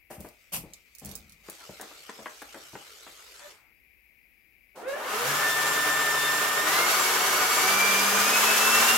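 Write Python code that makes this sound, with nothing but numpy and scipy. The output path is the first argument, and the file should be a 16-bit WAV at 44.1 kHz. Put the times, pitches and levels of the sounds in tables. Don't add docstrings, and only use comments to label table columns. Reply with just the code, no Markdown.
import sys
import numpy as np
from scipy import signal
from scipy.fft import rfft, irfft
from scipy.io import wavfile
from scipy.ndimage import uniform_filter1d, map_coordinates

SR = 44100
rng = np.random.default_rng(int(sys.argv[2]) if len(sys.argv) > 2 else 0)


def digitize_waveform(pressure):
    field = np.atleast_2d(pressure).T
    bounded = np.clip(field, -1, 1)
    quanta = np.round(bounded * 32767).astype(np.int16)
    wavfile.write(sys.argv[1], SR, quanta)


N = 395577
T = np.arange(N) / SR
HZ = np.fft.rfftfreq(N, 1 / SR)
BLADES = 12

THROTTLE_HZ = [1783, 2274, 2350]
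# frequency in Hz, left-right correlation.
NEAR_LIKENESS = [(60, 0.46), (130, 0.47), (290, 0.86), (640, 0.52), (1410, 0.18), (3100, 0.13),
                 (6820, 0.34), (15000, 1)]
# frequency in Hz, left over right in dB.
NEAR_BALANCE = [(60, 0), (110, -2), (200, 2.0), (380, 1), (700, 3.5), (1290, 0.5), (2380, 4.5), (4400, -3),
                (8120, 0), (15000, 3.5)]


def amp(db):
    return 10 ** (np.asarray(db) / 20)


def unit(x):
    return x / np.sqrt(np.mean(abs(x) ** 2) + 1e-20)


def read(points, hz):
    f, value = np.transpose(points)
    return np.interp(np.log(hz + 1), np.log(f + 1), value)


def curves(rows):
    s, *columns = np.transpose(rows)
    return [np.interp(T, s, c) for c in columns]


def add(mix, s, sound):
    part = mix[:, max(round(s * SR), 0):][:, :sound.shape[1]]
    part += sound[:, :part.shape[1]]


def band(x, low_hz, high_hz, order=2):
    sos = signal.butter(order, [low_hz, min(high_hz, SR / 2 - 1)], "band", fs=SR, output="sos")
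    return signal.sosfilt(sos, x)


def bell(hz, centre_hz, width_hz):
    return np.exp(-((hz - centre_hz) / width_hz) ** 2)


def drift(rate_hz):
    knots = rng.standard_normal((2, N // 64))
    grid_s = np.arange(0, N, 32) / SR
    real, imag = (np.interp(T, grid_s, map_coordinates(k, [grid_s * rate_hz], mode="wrap"))
                  for k in knots)
    return unit(real + 1j * imag)


def partial(turns, scatter, rate_hz):
    height = 1 + scatter * np.array([drift(rate_hz), drift(rate_hz)])
    return np.sqrt(2 / (1 + scatter ** 2)) * (height * np.exp(2j * np.pi * turns)).real


def noise(colour_db, likeness=NEAR_LIKENESS, balance=NEAR_BALANCE):
    left, other = rfft(rng.standard_normal((2, N)))
    same = np.clip(read(likeness, HZ), -1, 1)
    right = same * left + np.sqrt(1 - same ** 2) * other
    side_db = read(balance, HZ) / 2
    return np.array([left * amp(side_db), right * amp(-side_db)]) * amp(colour_db)


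def level_in(spectrum, low_hz, high_hz):
    return irfft(spectrum.mean(0) * ((HZ > low_hz) & (HZ < high_hz)), N).std()


def patches(spectrum, depth_db, span_hz, span_s):
    frames = signal.stft(irfft(spectrum, N), nperseg=512)[2]
    hz, t = np.meshgrid(np.linspace(0, SR / 2, frames.shape[1]),
                        np.linspace(0, N / SR, frames.shape[2]), indexing="ij")
    field = map_coordinates(rng.standard_normal((200, 400)), [hz / span_hz, t / span_s],
                            order=1, mode="wrap")
    return signal.istft(frames * amp(depth_db * unit(field)), nperseg=512)[1][:, :N]


def strokes(rows, attack_s, release_db_per_s):
    return sum(np.clip((T - s) / attack_s, 0, 1)
               * amp(db - release_db_per_s * np.maximum(T - s - hold, 0)) for s, hold, db in rows)


def garage(x, first_s=0.0055):
    # frequency in Hz, seconds to fall 60 dB.
    t60 = [(100, 0.17), (500, 0.28), (2000, 0.27), (6000, 0.13), (15000, 0.16)]
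    taps = rng.standard_normal((2, SR // 2)) * (rng.random((2, SR // 2)) < .12)
    taps[:, :round(first_s * SR)] = 0
    hz, t, (left, other) = signal.stft(taps, SR, nperseg=256)
    same = (1 / (1 + (hz / 600) ** 2))[:, None]
    frames = np.array([left, same * left + np.sqrt(1 - same ** 2) * other])
    tail = signal.istft(frames * amp(-60 * t / read(t60, hz)[:, None]), SR, nperseg=256)[1]
    return signal.fftconvolve(x, tail / np.linalg.norm(tail[0]), axes=1)[:, :N]


def room_tone(sizzle_hz=2310, sizzle_width_hz=590, whine_hz=4915):
    # frequency in Hz, relative level in dB.
    colour = [(25, -24), (53, -1), (80, -12.5), (150, -20), (300, -20.5), (600, -26.5), (1300, -32.5),
              (2400, -28), (4000, -32), (6000, -36), (8000, -40), (10000, -33), (12500, -26),
              (16000, -28.5)]
    air = amp(-67.5) * unit(irfft(noise(read(colour, HZ)), N))
    sizzle_shape = 1 / (1 + ((HZ - sizzle_hz) / sizzle_width_hz) ** 2) ** 2.7
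    sizzle = amp(-59.5) * unit(irfft(rfft(rng.standard_normal(N)) * sizzle_shape, N))
    whine = amp(-87.5) * partial(whine_hz * T, scatter=2.5, rate_hz=55)
    return air * amp([[1], [-1]]) + sizzle * amp([[0], [-28]]) + whine


def scuffs(grain_db=1.0, left_lag_s=.00023):
    # frequency in Hz, relative level in dB.
    colour = [(290, -37), (500, -8), (1130, -3.5), (1620, -12), (2700, 0), (4030, -12.5), (4400, -7),
              (7210, -6), (11600, -0.5), (15000, -7), (16000, -10)]
    # start in seconds, hold in seconds, level in dB.
    scrapes = [(0.097, 0.052, -48.5), (0.19, 0.083, -54.5), (0.519, 0.039, -30.5)]
    scuff = unit(irfft(noise(read(colour, HZ)), N))
    scuff *= strokes(scrapes, attack_s=0.016, release_db_per_s=305) * amp(grain_db * drift(500).real)
    scuff[0] = np.roll(scuff[0], round(left_lag_s * SR))
    return scuff


def footsteps(rise_s=0.00031, skirt_db=4, walked_off_s=1.45, far_thump_db=-13, wet_db=-7):
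    # start in seconds, level in dB, centre in
    # Hz, decay in seconds.
    footfalls = [(0.103, -41.5, 466, 0.036), (0.172, -41.5, 64.7, 0.032), (0.197, -42, 250, 0.014),
                 (0.246, -40.5, 404, 0.018), (0.521, -43.5, 210, 0.057), (0.575, -40.5, 135, 0.019),
                 (0.635, -44, 221, 0.032), (1.018, -44, 200, 0.035), (1.045, -43.5, 120, 0.043),
                 (1.079, -43.5, 172, 0.065), (1.189, -53.5, 70, 0.18), (1.485, -36, 560, 0.0055),
                 (1.609, -47.5, 950, 0.0091), (1.692, -37, 229, 0.014), (1.797, -40, 710, 0.036),
                 (1.91, -47.5, 800, 0.013), (2.092, -34, 845, 0.0078), (2.186, -42.5, 382, 0.028),
                 (2.258, -30.5, 1170, 0.0088), (2.418, -36.5, 796, 0.0075), (2.543, -39, 610, 0.021),
                 (2.731, -39, 190, 0.012), (2.752, -34.5, 606, 0.0074), (3.065, -43.5, 726, 0.014),
                 (3.393, -50, 1400, 0.13)]
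    # low edge in Hz, high edge in Hz.
    layers = [(40, 97), (75, 238), (230, 776), (700, 1960)]
    out, t = np.zeros((2, N)), np.arange(SR // 3) / SR
    for s, level_db, centre_hz, decay_s in footfalls:
        push = np.exp(-t / decay_s) * (1 - np.exp(-t / rise_s))
        for low_hz, high_hz in layers:
            hz = np.sqrt(low_hz * high_hz)
            db = level_db - skirt_db * np.log2(hz / centre_hz) ** 2
            db += (s > walked_off_s) * far_thump_db / (1 + (hz / 89) ** 4)
            crunch = unit(band(rng.standard_normal(len(t)) * push, low_hz, high_hz, order=3))
            blow = unit(band(1. * (t == 0), low_hz, high_hz))
            add(out, s, amp(db) * unit(crunch - 0.19 * blow) * push.std() * amp([[1.5], [-1.5]]))
    boom = signal.lfilter(*signal.iirpeak(178, 9, fs=SR), out)
    hollow = signal.lfilter(*signal.iirpeak(110, 2, fs=SR), out)
    out = out + boom - 0.63 * hollow
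    return out + amp(wet_db) * garage(out)


def clicks(rise_s=0.00036, decay_s=0.003, bounce_s=0.0063, bounce_db=-7, wet_db=-7):
    # start in seconds, level in dB, left over right in dB, centre in Hz.
    snaps = [(0.107, -39, 2, 9000), (0.205, -33.5, 2, 9000), (0.287, -41, 0, 7000), (0.529, -32, -10, 7700),
             (0.564, -23, -4, 11000), (0.735, -29, -3.5, 5620), (0.95, -36.5, -9.5, 7550),
             (0.984, -35, -6.5, 8000), (0.996, -35, -12, 10000), (1.048, -27.5, -5.5, 10000),
             (1.058, -26, 4, 11000), (1.091, -33, -7, 5960), (1.113, -33.5, -14, 6500),
             (1.1532, -21, -7.5, 9100), (1.295, -41, -5, 6750), (1.3215, -41, -5, 6300),
             (1.498, -24.5, 1, 9900), (1.812, -25, 2, 9300), (2.095, -37, 6, 4000), (2.419, -34.5, 2, 8000),
             (3.394, -35.5, 3, 3960)]
    out, t = np.zeros((2, N)), np.arange(SR // 40) / SR
    envelope = np.exp(-t / decay_s) * (1 - np.exp(-t / rise_s))
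    for s, db, pan_db, hz in snaps:
        shared, *own = rng.standard_normal((3, len(t))) * envelope
        snap = band(shared + 0.79 * np.array(own), hz * 0.56, hz * 2.4, order=4)
        snap = snap / abs(snap).max() * amp(db + 0.5) * amp([[pan_db / 2], [-pan_db / 2]])
        snap[0] = np.roll(snap[0], int(max(-pan_db * 3.5, 0)))
        add(out, s, snap)
        add(out, s + bounce_s * rng.uniform(0.92, 1.15), amp(bounce_db) * snap)
    return out + amp(wet_db) * garage(out)


def rustle(grain_db=2.0):
    # frequency in Hz, relative level in dB.
    colour = [(88, -39), (150, -6), (186, -29), (209, -25), (406, 0), (905, -7), (1340, 2.5), (1560, -1.5),
              (2220, -2.5), (2400, -2.5), (3040, 0.5), (8400, -4.5), (9630, -11.5), (12200, -8),
              (16000, -22)]
    # start in seconds, hold in seconds, level of the treble in dB.
    rubs = [(0.25, 1.18, -71), (1.0, 0.13, -58), (1.43, 2.082, -55)]
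    spectrum = noise(read(colour, HZ))
    cloth = patches(spectrum, depth_db=2.9, span_hz=201.7, span_s=0.039)
    cloth /= level_in(spectrum, 2960, 15000)
    return cloth * strokes(rubs, attack_s=0.061, release_db_per_s=185) * amp(grain_db * drift(300).real)


def groan():
    # frequency in Hz, width in Hz, relative level in dB.
    modes = [(581, 50, -1), (969, 26, -13), (1770, 230, -5), (3480, 44, -14)]
    # start in seconds, hold in seconds, level in dB.
    rubs = [(3.38, 0.089, -50.5)]
    tones = sum(amp(db) * partial(hz * T, scatter=2.2, rate_hz=width) for hz, width, db in modes)
    return tones * strokes(rubs, attack_s=0.048, release_db_per_s=340)


def motor_on():
    return np.clip((T - 4.752) / 0.0045, 0, 1)


def starter(wet_db=-6):
    # time in seconds, pitch in Hz, level in dB.
    glide = [(4.755, 267, -67), (4.8, 327.4, -67), (4.83, 441, -42.5), (4.86, 508, -40), (4.89, 547, -34.5),
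             (4.925, 555, -31.5), (4.95, 581, -35), (4.99, 622, -47), (5.03, 632, -65)]
    # multiple of the pitch, relative level in dB.
    harmonics = [(1, 1.5), (2, -14), (3, -7.5), (4, -16), (5, -18), (6, -35), (7, -24)]
    # start in seconds, hold in seconds, level in dB.
    growls = [(4.745, 0.071, -44), (4.92, 0.14, -44)]
    # start in seconds, hold in seconds, level in dB.
    rasps = [(4.753, 0.064, -54.5), (4.875, 0.05, -47)]
    hz, level_db = curves(glide)
    turns = np.cumsum(hz) / SR
    buzz = sum(amp(db) * partial(k * turns, scatter=.42, rate_hz=70) for k, db in harmonics)
    buzz *= amp(level_db - 1) * motor_on() * (T < glide[-1][0])
    growl = unit(band(rng.standard_normal(N), 326, 1000))
    growl *= strokes(growls, attack_s=0.031, release_db_per_s=130)
    rasp = unit(band(rng.standard_normal((2, N)), 820, 10000, order=1))
    rasp *= strokes(rasps, attack_s=.008, release_db_per_s=256)
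    out = buzz + growl + rasp
    return out + amp(wet_db) * garage(out)


def thrust(blade_hz, jet_onset_hz=1103, surge_hz_per_s=1550):
    speed = blade_hz / THROTTLE_HZ[0]
    climb_hz_per_s = uniform_filter1d(np.gradient(blade_hz) * SR, size=4000)
    surge_db = np.clip(climb_hz_per_s / surge_hz_per_s, 0, 1) * np.minimum(speed, 1) ** 2
    unformed = 1 / (1 + (blade_hz / jet_onset_hz) ** 20)
    roar_db = -32 + 7.5 * np.log2(speed) + surge_db - 3.5 * unformed
    hiss_db = -34.5 + 11.5 * np.log2(speed) + surge_db - 5 * unformed
    return roar_db, hiss_db


def jet(blade_hz, roar_db, hiss_db, split_hz=2900, gust_db=1.12):
    # frequency in Hz, relative level in dB.
    colour = [(30.0, -32), (70.0, -24.5), (130.0, -17), (220.0, -13), (400.0, -8.5), (800.0, -3.5),
              (1250.0, 1), (2000.0, -4.5), (3000.0, -9), (4200.0, -14), (6800.0, -14.5), (9000.0, -19.5),
              (12500.0, -17.5), (15700.0, -24.5)]
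    # centre in Hz, width in Hz, gain in dB.
    room_modes = [(177, 68, -4.5), (351, 37, -3.5), (418, 43, 6), (509, 7.2, -10.5), (655, 21, 2.5),
                  (722, 40, -3.5), (751, 19, 6.5), (879, 14.5, -9), (1055, 35, 3.5), (1112, 31, -14),
                  (1177, 57, 4), (1465, 10, 7.5), (1788, 9.1, 8.5), (2000, 34, -2.5), (2333, 34, 2.5),
                  (2450, 48, -5), (2680, 77.0, -4.5), (2718, 39, 7.5)]
    # frequency in Hz, left-right likeness (1 or more is fully alike).
    likeness = [(60, 2), (92, 3.5), (140, 0.5), (210, 1.5), (330, 0.8), (500, 0.93), (770, 0.5),
                (1170, 0.57), (1790, 0.02), (2740, 0.5), (4190, 0.09), (6410, 0.08), (9810, 0.72),
                (15000, 0.67)]
    # frequency in Hz, left over right in dB.
    balance = [(60, 7), (92, 8), (140, -9), (210, 7.5), (330, -1.5), (500, 1.5), (770, 4), (1170, 1.0),
               (1790, 0), (2740, 1.5), (4190, -0.5), (6410, -5), (9810, 5.5), (15000, 0)]
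    modes_db = sum(db * bell(HZ, hz, width) for hz, width, db in room_modes)
    spectrum = noise(read(colour, HZ) + modes_db, likeness, balance)
    low = 1 / (1 + (HZ / split_hz) ** 4)
    bass = 1 / (1 + (HZ / 260) ** 4)
    bass_db = -12 * np.clip(1 - blade_hz / THROTTLE_HZ[0], 0, 1)
    roar = irfft(spectrum * low * (1 - bass), N) + irfft(spectrum * low * bass, N) * amp(bass_db)
    roar *= amp(roar_db + gust_db * drift(35).real) / level_in(spectrum, 700, 1600)
    hiss = irfft(spectrum * (1 - low), N)
    hiss *= amp(hiss_db + gust_db * drift(45).real) / level_in(spectrum, 4000, 15000)
    return roar + hiss


def blade_whine(blade_hz, shaft_turns, roar_db):
    # centre in Hz, width in Hz, left gain in dB, right gain in dB.
    room_modes = [(1300, 66, 2, 3.5), (1430, 90, -11, -15), (1787, 16, 8, 8.5), (1817, 13.9, 0.5, 7.5),
                  (2200, 26, -8, -2.5), (2344, 31.7, 9, 7), (2395, 13, -3, -4), (2540, 18, 9, 9),
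                  (2572, 11, -5, -1), (2590, 10, 6.5, 4.5), (2690, 36, 12, 7), (2770, 20, 3.5, 5)]
    modes_db = sum(np.outer(sides_db, bell(blade_hz, hz, width)) for hz, width, *sides_db in room_modes)
    flutter = np.interp(blade_hz, THROTTLE_HZ, [.27, .55, .5])
    waver_db = np.interp(blade_hz, THROTTLE_HZ + [2700], [0.8, 1.1, 1.21, 2.56]) * drift(24).real
    return amp(roar_db - 6 + modes_db + waver_db) * partial(BLADES * shaft_turns, flutter, rate_hz=37)


def shaft_orders(blade_hz, shaft_turns, roar_db, flare_db=4.0, frame_db=9.5):
    # multiple of the shaft speed (rounded for the pitch), then level against the roar
    # in dB at low, middle and high throttle.
    orders = [(1.93, -19, -15.5, -34), (3.98, -21, -15, -40), (5.98, -29, -20, -24), (6.95, -33, -33, -34),
              (8, -31, -13, -16), (24, -13, -15, -14), (36, -15, -29, -20), (40, -40, -12.5, -51),
              (48, -15.5, -62, -36), (50, -14, -38, -33.5), (60, -19, -16, -36)]
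    spooling = np.clip((THROTTLE_HZ[0] - blade_hz) / 300, 0, 1)
    out = np.zeros((2, N))
    for order, *levels_db in orders:
        hz = order * blade_hz / BLADES
        db = roar_db + np.interp(blade_hz, THROTTLE_HZ, levels_db) + flare_db * drift(14).real
        db += spooling * (-7 if order > BLADES else 6)
        db += frame_db * bell(hz, centre_hz=496, width_hz=72)
        radiated = 1 / (1 + (260 / hz) ** 4)
        scatter = 0.8 * order / (order + 4)
        out += amp(db) * radiated * partial(round(order) * shaft_turns, scatter, rate_hz=35)
    return out


def wake_whistles(blade_hz, shaft_turns, roar_db):
    # multiple of the shaft speed, width in Hz, then level against the roar in dB
    wakes = [(24.72, 260, -26, -9.5, -11), (31.37, 190, -25, -8, -8), (36.6, 210, -37, -19, -15),
             (40, 120, -34, -14, -39)]
    return sum(amp(roar_db + np.interp(blade_hz, THROTTLE_HZ, levels_db))
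               * partial(order * shaft_turns, scatter=3.3, rate_hz=width)
               for order, width, *levels_db in wakes)


def shaft_hum(blade_hz, shaft_turns):
    # shaft speed in Hz, level in dB.
    levels = [(85, -85), (120, -65), (141, -39.5), (152, -58.5), (164, -53), (185, -59), (199, -39.5),
              (211, -45.5), (233, -43.5)]
    return amp(read(levels, blade_hz / BLADES)) * partial(shaft_turns, scatter=0.11, rate_hz=39)


def rotor(blade_hz, roar_db, wobble=0.000766, glide_wet_db=-2):
    shaft_turns = np.cumsum(blade_hz * (1 + wobble * drift(25).real)) / SR / BLADES
    tones = blade_whine(blade_hz, shaft_turns, roar_db)
    tones += shaft_orders(blade_hz, shaft_turns, roar_db)
    tones += wake_whistles(blade_hz, shaft_turns, roar_db)
    gliding = np.clip(np.gradient(blade_hz) * SR / 1500, 0, 1)
    return tones + shaft_hum(blade_hz, shaft_turns) + amp(glide_wet_db) * garage(tones * gliding)


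def scene():
    # time in seconds, blade-passing rate in Hz.
    fan_speed = [(4.76, 80), (4.93, 646), (5.1, 1196), (5.21, 1422), (5.3, 1709), (5.42, 1785), (5.6, 1788),
                 (6.3, 1789), (6.48, 1813), (6.63, 1817), (6.8, 2109), (6.95, 2240), (7.18, 2208),
                 (7.62, 2234), (7.68, 2310), (7.75, 2344), (7.96, 2353), (8.22, 2434), (8.33, 2535),
                 (8.72, 2670), (8.92, 2785)]
    blade_hz, = curves(fan_speed)
    roar_db, hiss_db = thrust(blade_hz)
    fan = motor_on() * (jet(blade_hz, roar_db, hiss_db) + rotor(blade_hz, roar_db)) + starter()
    pilot = footsteps() + clicks() + rustle() + scuffs() + groan()
    return room_tone() + pilot + fan


def record(dry, edge_hz=15900):
    lowpass = signal.firwin(511, edge_hz, window=("kaiser", 9), fs=SR)
    return signal.oaconvolve(dry, lowpass[None], "same")


dry = scene()
out = record(dry)
digitize_waveform(out)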